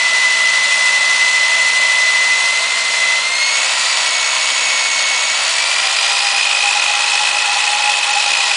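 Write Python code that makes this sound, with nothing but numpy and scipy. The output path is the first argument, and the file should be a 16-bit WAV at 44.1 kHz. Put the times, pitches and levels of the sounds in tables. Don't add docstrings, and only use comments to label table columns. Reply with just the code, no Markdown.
import sys
import numpy as np
from scipy import signal
from scipy.fft import rfft, irfft
from scipy.io import wavfile
from scipy.ndimage import uniform_filter1d

SR = 44100
rng = np.random.default_rng(int(sys.argv[2]) if len(sys.argv) > 2 else 0)


def put_to_file(sound):
    columns = np.atleast_2d(sound).T
    safe = np.clip(columns, -1, 1)
    whole_steps = np.round(safe * 32767)
    wavfile.write(sys.argv[1], SR, whole_steps.astype(np.int16))


def volts_from_db(level):
    exponent = np.asarray(level, float) / 20
    return 10 ** exponent


N = 377496
TIME = np.arange(N) / SR
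SLACK_SPAN = (5.4, 6.65)


def walk(rate):
    hold = int(SR / rate)
    held = np.repeat(rng.standard_normal(N // hold + 1), hold)
    return 1.33 * uniform_filter1d(uniform_filter1d(held, hold), hold)[:N]


def spinner(turns):
    return np.exp(2j * np.pi * (turns + rng.random()))


def swells(s, db, width_s, sharp=2.2):
    out = np.zeros(N)
    for centre, gain, width in zip(s, volts_from_db(db), width_s):
        first = max(int((centre - 1.5 * width) * SR), 0)
        near = slice(first, int((centre + 1.5 * width) * SR))
        out[near] += gain * 2 ** -(abs(2 * (TIME[near] - centre) / width) ** sharp)
    return out


def motor_speed():
    # time in seconds, first mesh pitch in Hz.
    speed_curve = [(0, 2011), (1.5, 2023), (2.12, 2018), (2.38, 2029), (2.75, 2065), (3.13, 2023),
                   (3.87, 2346), (4.15, 2217), (4.5, 2238), (5.05, 2204), (5.3, 2235), (5.85, 2403),
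                   (6.2, 2467), (6.65, 2511), (7.3, 2535), (8.14, 2557), (8.38, 2492), (8.56, 2496)]
    s, pitch = np.transpose(speed_curve)
    return uniform_filter1d(np.interp(TIME, s, pitch), SR // 7)


def by_load(mesh_hz, dbs):
    load_hz = (2030, 2240, 2500)
    return volts_from_db(np.interp(mesh_hz, load_hz, dbs))


def noise_spectrum(f):
    # frequency in Hz, level in dB per Hz.
    noise_colour = [(25, -34), (100, -33), (170, -31.5), (240, -23), (320, -25), (450, -17.5), (700, -10),
                    (1600, -6.5), (2300, -2.5), (3600, 0), (5500, -4), (7500, -5.5), (10000, -15)]
    # centre in Hz, width in Hz, boost in dB.
    housing_peaks = [(584, 190, 6.6), (992, 328, 10.7), (1367, 138, 8.1), (1948, 285, 9.6), (2590, 234, 7),
                     (3000, 390, 3.35), (3410, 190, 1.4), (4180, 480, 3.3), (4780, 320, 1.2),
                     (5440, 360, 2.5), (6940, 300, 2.5), (7860, 300, 3.4), (8840, 380, 3.1),
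                     (9860, 1200, 6.24)]
    colour_hz, colour_db = np.transpose(noise_colour)
    db = np.interp(np.log(f), np.log(colour_hz), colour_db)
    for peak, width, boost in housing_peaks:
        db = db + boost / (1 + (2 * (f - peak) / width) ** 2)
    return rfft(rng.standard_normal(N)) * volts_from_db(db)


def hiss(hz, layshaft, knocks):
    # mesh pitch in Hz, then level in dB at each.
    blow_hz = (2040, 2110, 2200, 2290, 2500, 2545)
    blow_db = (0, -4, 0.4, 2, 1.74, 1.7)
    blow_share = (0.53, 0.79, .6)
    f = np.maximum(np.fft.rfftfreq(N, 1 / SR), 1)
    spectrum = noise_spectrum(f)
    levels = np.outer(blow_share, np.interp(hz, blow_hz, blow_db))
    levels = levels - levels.mean(axis=1, keepdims=True)

    angle = 2 * np.pi * layshaft
    throb = 0.062 * np.cos(angle) + 0.036 * np.cos(2 * angle)
    throb = throb + 0.06 * np.cos(angle * 8 / 38)
    throb = throb + 0.1 * np.cos(8 * angle)
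    throb = throb + knocks - uniform_filter1d(knocks, SR // 4)

    out, shared_flicker = 0, walk(35)
    for third in range(27):
        centre = 25 * 2 ** (third / 3)
        window = np.clip(1 - abs(3 * np.log2(f / centre)), 0, 1)
        place = np.clip(np.interp(np.log(centre), np.log([1250, 3400, 8400]), [0, 1, 2]), 0, 2)
        low = min(int(place), 1)
        level_db = levels[low] + (place - low) * (levels[low + 1] - levels[low])
        if centre < 220:
            level_db = level_db - np.interp(TIME, SLACK_SPAN, (0, 5.0))
        if third == 19:
            level_db = level_db - np.interp(TIME, SLACK_SPAN, (0, 1.5))
        high = min(centre / 2200, 1)
        flicker_db = 0.4 * walk(8) + 0.3 * high * shared_flicker
        band = irfft(spectrum * window, N)
        out = out + band * volts_from_db(level_db + flicker_db) * (1 + high * throb)
    return out / np.std(out) * volts_from_db(-16.5)


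def orders(hz, turns, table):
    out = 0
    for multiple, *dbs in table:
        breath = volts_from_db(1.5 + 1.2 * walk(4))
        line = spinner(multiple * turns + 0.03 * walk(12)).imag
        out = out + by_load(hz, dbs) * breath * line
    return np.sqrt(2) * out


def shafts(hz, layshaft):
    # multiple of the shaft speed, level in dB pressed hard,
    # in dB eased, in dB light.
    layshaft_orders = [(8, -52, -49, -63), (16, -45, -52, -57), (26, -49, -44, -41), (32, -47, -45, -43),
                       (36, -43, -38, -41), (38, -58, -41, -52), (40, -40, -37, -49), (42, -47, -39, -37),
                       (47, -50, -44, -48), (52, -54, -42, -49), (56, -45, -44, -54), (60, -51, -41, -50),
                       (72, -42, -42, -48), (76, -44, -44, -50), (80, -47, -39, -49), (94, -51, -47, -54),
                       (110, -50, -51, -62), (135, -49, -47, -70), (136, -53, -49, -74),
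                       (51, -41, -50, -50), (69, -39, -49, -58), (96, -42, -55, -60), (104, -57, -41, -62),
                   (110, -45, -56, -62)]
    armature_orders = [(1, -78, -63, -57), (2, -46, -42, -42), (4, -49, -51, -53), (5, -59, -46, -46),
                       (6, -50, -40, -56), (8, -46, -34, -42), (12, -35, -45, -54), (15, -42, -46, -51),
                       (22, -57, -49, -50), (24, -49, -43, -44), (29, -58, -51, -93)]
    spindle_orders = [(12, -69, -75, -65), (13, -66, -84, -68), (14, -71, -66, -68), (16, -66, -65, -68),
                      (17, -64, -67, -80), (18, -72, -59, -79), (19, -57, -61, -79), (20, -63, -61, -78),
                      (21, -65, -78, -77), (28, -77, -63, -72), (29, -76, -64, -71), (30, -56, -63, -69)]
    out = orders(hz, layshaft, layshaft_orders)
    out = out + orders(hz, layshaft * 34 / 7, armature_orders)
    return out + orders(hz, layshaft * 8 / 38, spindle_orders)


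def barrel(hz, layshaft):
    # centre in seconds, level in dB, length in ms.
    song_fits = [(5.87, -36, 57), (6.05, -34, 45), (6.124, -27, 59), (6.255, -29, 56), (6.346, -27.5, 72),
                 (6.492, -30, 80), (6.59, -30, 33), (6.662, -23, 58), (6.765, -22, 32), (6.895, -26.5, 36),
                 (6.971, -28, 77), (7.055, -28, 40), (7.15, -27, 35), (7.223, -23, 46), (7.355, -25, 42),
                 (7.44, -24.5, 27), (7.5, -27, 57), (7.569, -20, 18), (7.639, -27.5, 40), (7.69, -25, 39),
                 (7.745, -21, 52), (7.805, -18.5, 17), (7.879, -20, 76), (7.981, -29, 47),
                 (8.104, -22.5, 51), (8.177, -19.5, 38), (8.274, -21.5, 31), (8.397, -29, 46),
                 (8.472, -33, 25), (8.515, -25, 16)]
    hum_db = (-40.5, -45.5, -39)
    s, db, ms = np.transpose(song_fits)
    fits = swells(s, db - 1.5, ms / 1000, sharp=4.5) * (1 + 0.23 * walk(80))
    hum = by_load(hz, hum_db) * volts_from_db(3.0 * walk(20))
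    ring_on = 0.3 * uniform_filter1d(fits, SR // 6)
    tone = spinner(11.07 * layshaft + 0.22 * walk(25) + 0.28 * walk(4)).imag
    return np.sqrt(2) * (hum + fits + ring_on) * tone


def rattle():
    # time in seconds, peak in dB.
    hard_knocks = [(5.605, -13.5), (5.765, -12), (5.872, -14), (5.989, -11), (6.03, -12.5), (6.17, -13),
                   (6.271, -10.5), (6.364, -10), (6.432, -8), (6.473, -8), (6.627, -9.5), (6.659, -11),
                   (6.73, -8.5), (6.775, -8.5), (6.799, -7), (6.824, -8.5), (6.882, -9), (7.136, -10),
                   (7.179, -9), (7.389, -9.5), (7.46, -10.5), (7.497, -13.5), (7.898, -7.5), (8.032, -8.5),
                   (8.111, -7.5), (8.138, -7.5), (8.204, -10), (8.244, -13), (8.338, -8), (8.407, -9.5),
                   (8.516, -7)]
    # time in seconds, level of the light knocks in dB.
    looseness = [
        (5.5, -17.5),
        (6.25, -15.5),
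        (6.55, -12),
        (7.1, -12.5),
        (7.5, -14),
        (7.68, -16.5),
        (7.85, -12.5),
        (8.5, -14),
    ]
    gap_s, jitter_s, scatter_db = 0.0185, 0.0022, 2.5
    s, db = np.transpose(hard_knocks)
    ends = np.r_[s[0] - 3 * gap_s, s, TIME[-1]]
    light = []
    for a, b in zip(ends, ends[1:]):
        steps = max(round((b - a) / gap_s), 1)
        light.extend(np.linspace(a, b, steps + 1)[1:-1])
    light = np.array(light)
    scatter, jitter = rng.standard_normal((2, len(light)))
    light_db = np.interp(light, *np.transpose(looseness)) + scatter_db * np.clip(scatter, -3, 1.3)
    s = np.r_[s, light + jitter_s * jitter]
    db = np.r_[db, light_db]
    return swells(s, db - 0.5, np.full(len(s), 0.0055))


def shaft_wobble(hz, layshaft):
    # layshaft turns, spindle turns, sign (like signs throb, unlike give vibrato),
    # level in dB pressed hard, in dB eased, in dB light.
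    eccentric = [
        (0, -1, 1, -11, -15, -22),
        (0, 1, -1, -17, -15, -22),
        (-1, 0, 1, -18, -12, -20),
        (1, 0, 1, -20, -16, -15),
        (2, 0, 1, -29, -14, -19),
    ]
    out = 0
    for lay, spin, sign, *dbs in eccentric:
        gain = by_load(hz, dbs) * sign * volts_from_db(1.5 * walk(14))
        turns = 0.05 * walk(14) + (lay + spin * 8 / 38) * layshaft
        out = out + gain * np.exp(2j * np.pi * turns)
    return out


def mesh(hz, layshaft, knocks):
    # pitches in Hz, then levels in dB there.
    case_hz = [(2026, 2062, 2160, 2246, 2278, 2312, 2465, 2495),
               (4040, 4120, 4310, 4465, 4640, 4940, 4990, 5030),
               (6060, 6160, 6480, 6640, 6830, 6950, 7300, 7620)]
    case_db = [(-15, -23.5, -19, -25, -36, -29, -35, -24.5),
               (-36, -32, -21.5, -32.5, -26.5, -24, -29.5, -36.5),
               (-36.5, -45, -25.5, -26, -32.5, -29.5, -46, -46)]
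    # start, full, hold end, settled, in seconds.
    stutter_s = (5.45, 5.6, 5.95, 6.15)
    slack = np.interp(TIME, SLACK_SPAN, (0, 1))
    out = 0
    for k in range(3):
        db = np.interp((k + 1) * hz, case_hz[k], case_db[k])
        steady = volts_from_db(db + 0.53 * walk(9)) * (1 + 0.11 * walk(70) + 0.1j * walk(70))
        wobble = uniform_filter1d(volts_from_db(db), 2 * SR) * shaft_wobble(hz, layshaft)
        tooth = steady + wobble * (1 + 0.35 * k)
        if k == 0:
            beat = np.interp(TIME, (2.3, 2.75, 3.2), (0, 0.22, 0)) * (1 + 0.7 * walk(12))
            tooth = tooth * (1 + beat * np.cos(2 * np.pi * layshaft))
            tooth = tooth * (1 - 0.7 * slack) + knocks / np.sqrt(2) * np.exp(0.25j * walk(70))
        else:
            stutter = np.interp(TIME, stutter_s, (0, 1, 1, 0.25))
            tooth = tooth * (1 + stutter * (7.9 * knocks - 0.5))
        out = out + tooth * spinner(34 * (k + 1) * layshaft + 0.055 * walk(30))
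    return np.sqrt(2) * out.imag


def scene():
    hz = motor_speed()
    layshaft = np.cumsum(hz) / SR / 34
    knocks = rattle()
    drill = hiss(hz, layshaft, knocks) + shafts(hz, layshaft) + barrel(hz, layshaft)
    drill = drill + mesh(hz, layshaft, knocks)
    return drill[None, :]


def starve(x):
    f, s, cells = signal.stft(x, SR, nperseg=320)
    power = uniform_filter1d(abs(cells) ** 2, size=4, axis=0)
    usual = uniform_filter1d(power, size=60, axis=1)
    limit_db = np.interp(s, (0, 4.5, 6, 8.5), (-5.2, -5.6, -4.7, -4.0))
    limit_db = limit_db + 0.5 * rng.standard_normal(len(s))
    whim = rng.standard_normal((len(f), len(s) // 6 + 1))
    whim_db = 2.5 * np.repeat(whim, 6, axis=1)[:, :len(s)]
    dropped = (power < usual * volts_from_db(2 * limit_db + whim_db)) & (f[:, None] > 4900)
    dropped |= (f[:, None] > 7500) & (abs(s - 8.123) < 0.004)
    dropped = uniform_filter1d(1.0 * dropped, size=3, axis=0) > 0
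    return signal.istft(np.where(dropped, volts_from_db(-18) * cells, cells), SR, nperseg=320)[1][:N]


def roll_off(x):
    return signal.sosfilt(signal.butter(12, 10780, fs=SR, output="sos"), x)


def record(dry):
    rounded = np.tanh(0.79 * dry[0]) / 0.8
    thin = signal.sosfilt(signal.butter(1, 110, "high", fs=SR, output="sos"), rounded)
    top_db = np.interp(np.fft.rfftfreq(N, 1 / SR), (9980, 10060, 10140, 10240), (0, -8, -28, -80))
    mix = irfft(rfft(starve(thin)) * volts_from_db(top_db), N)
    return roll_off(mix[None, :])


dry = scene()
out = record(dry)
put_to_file(out)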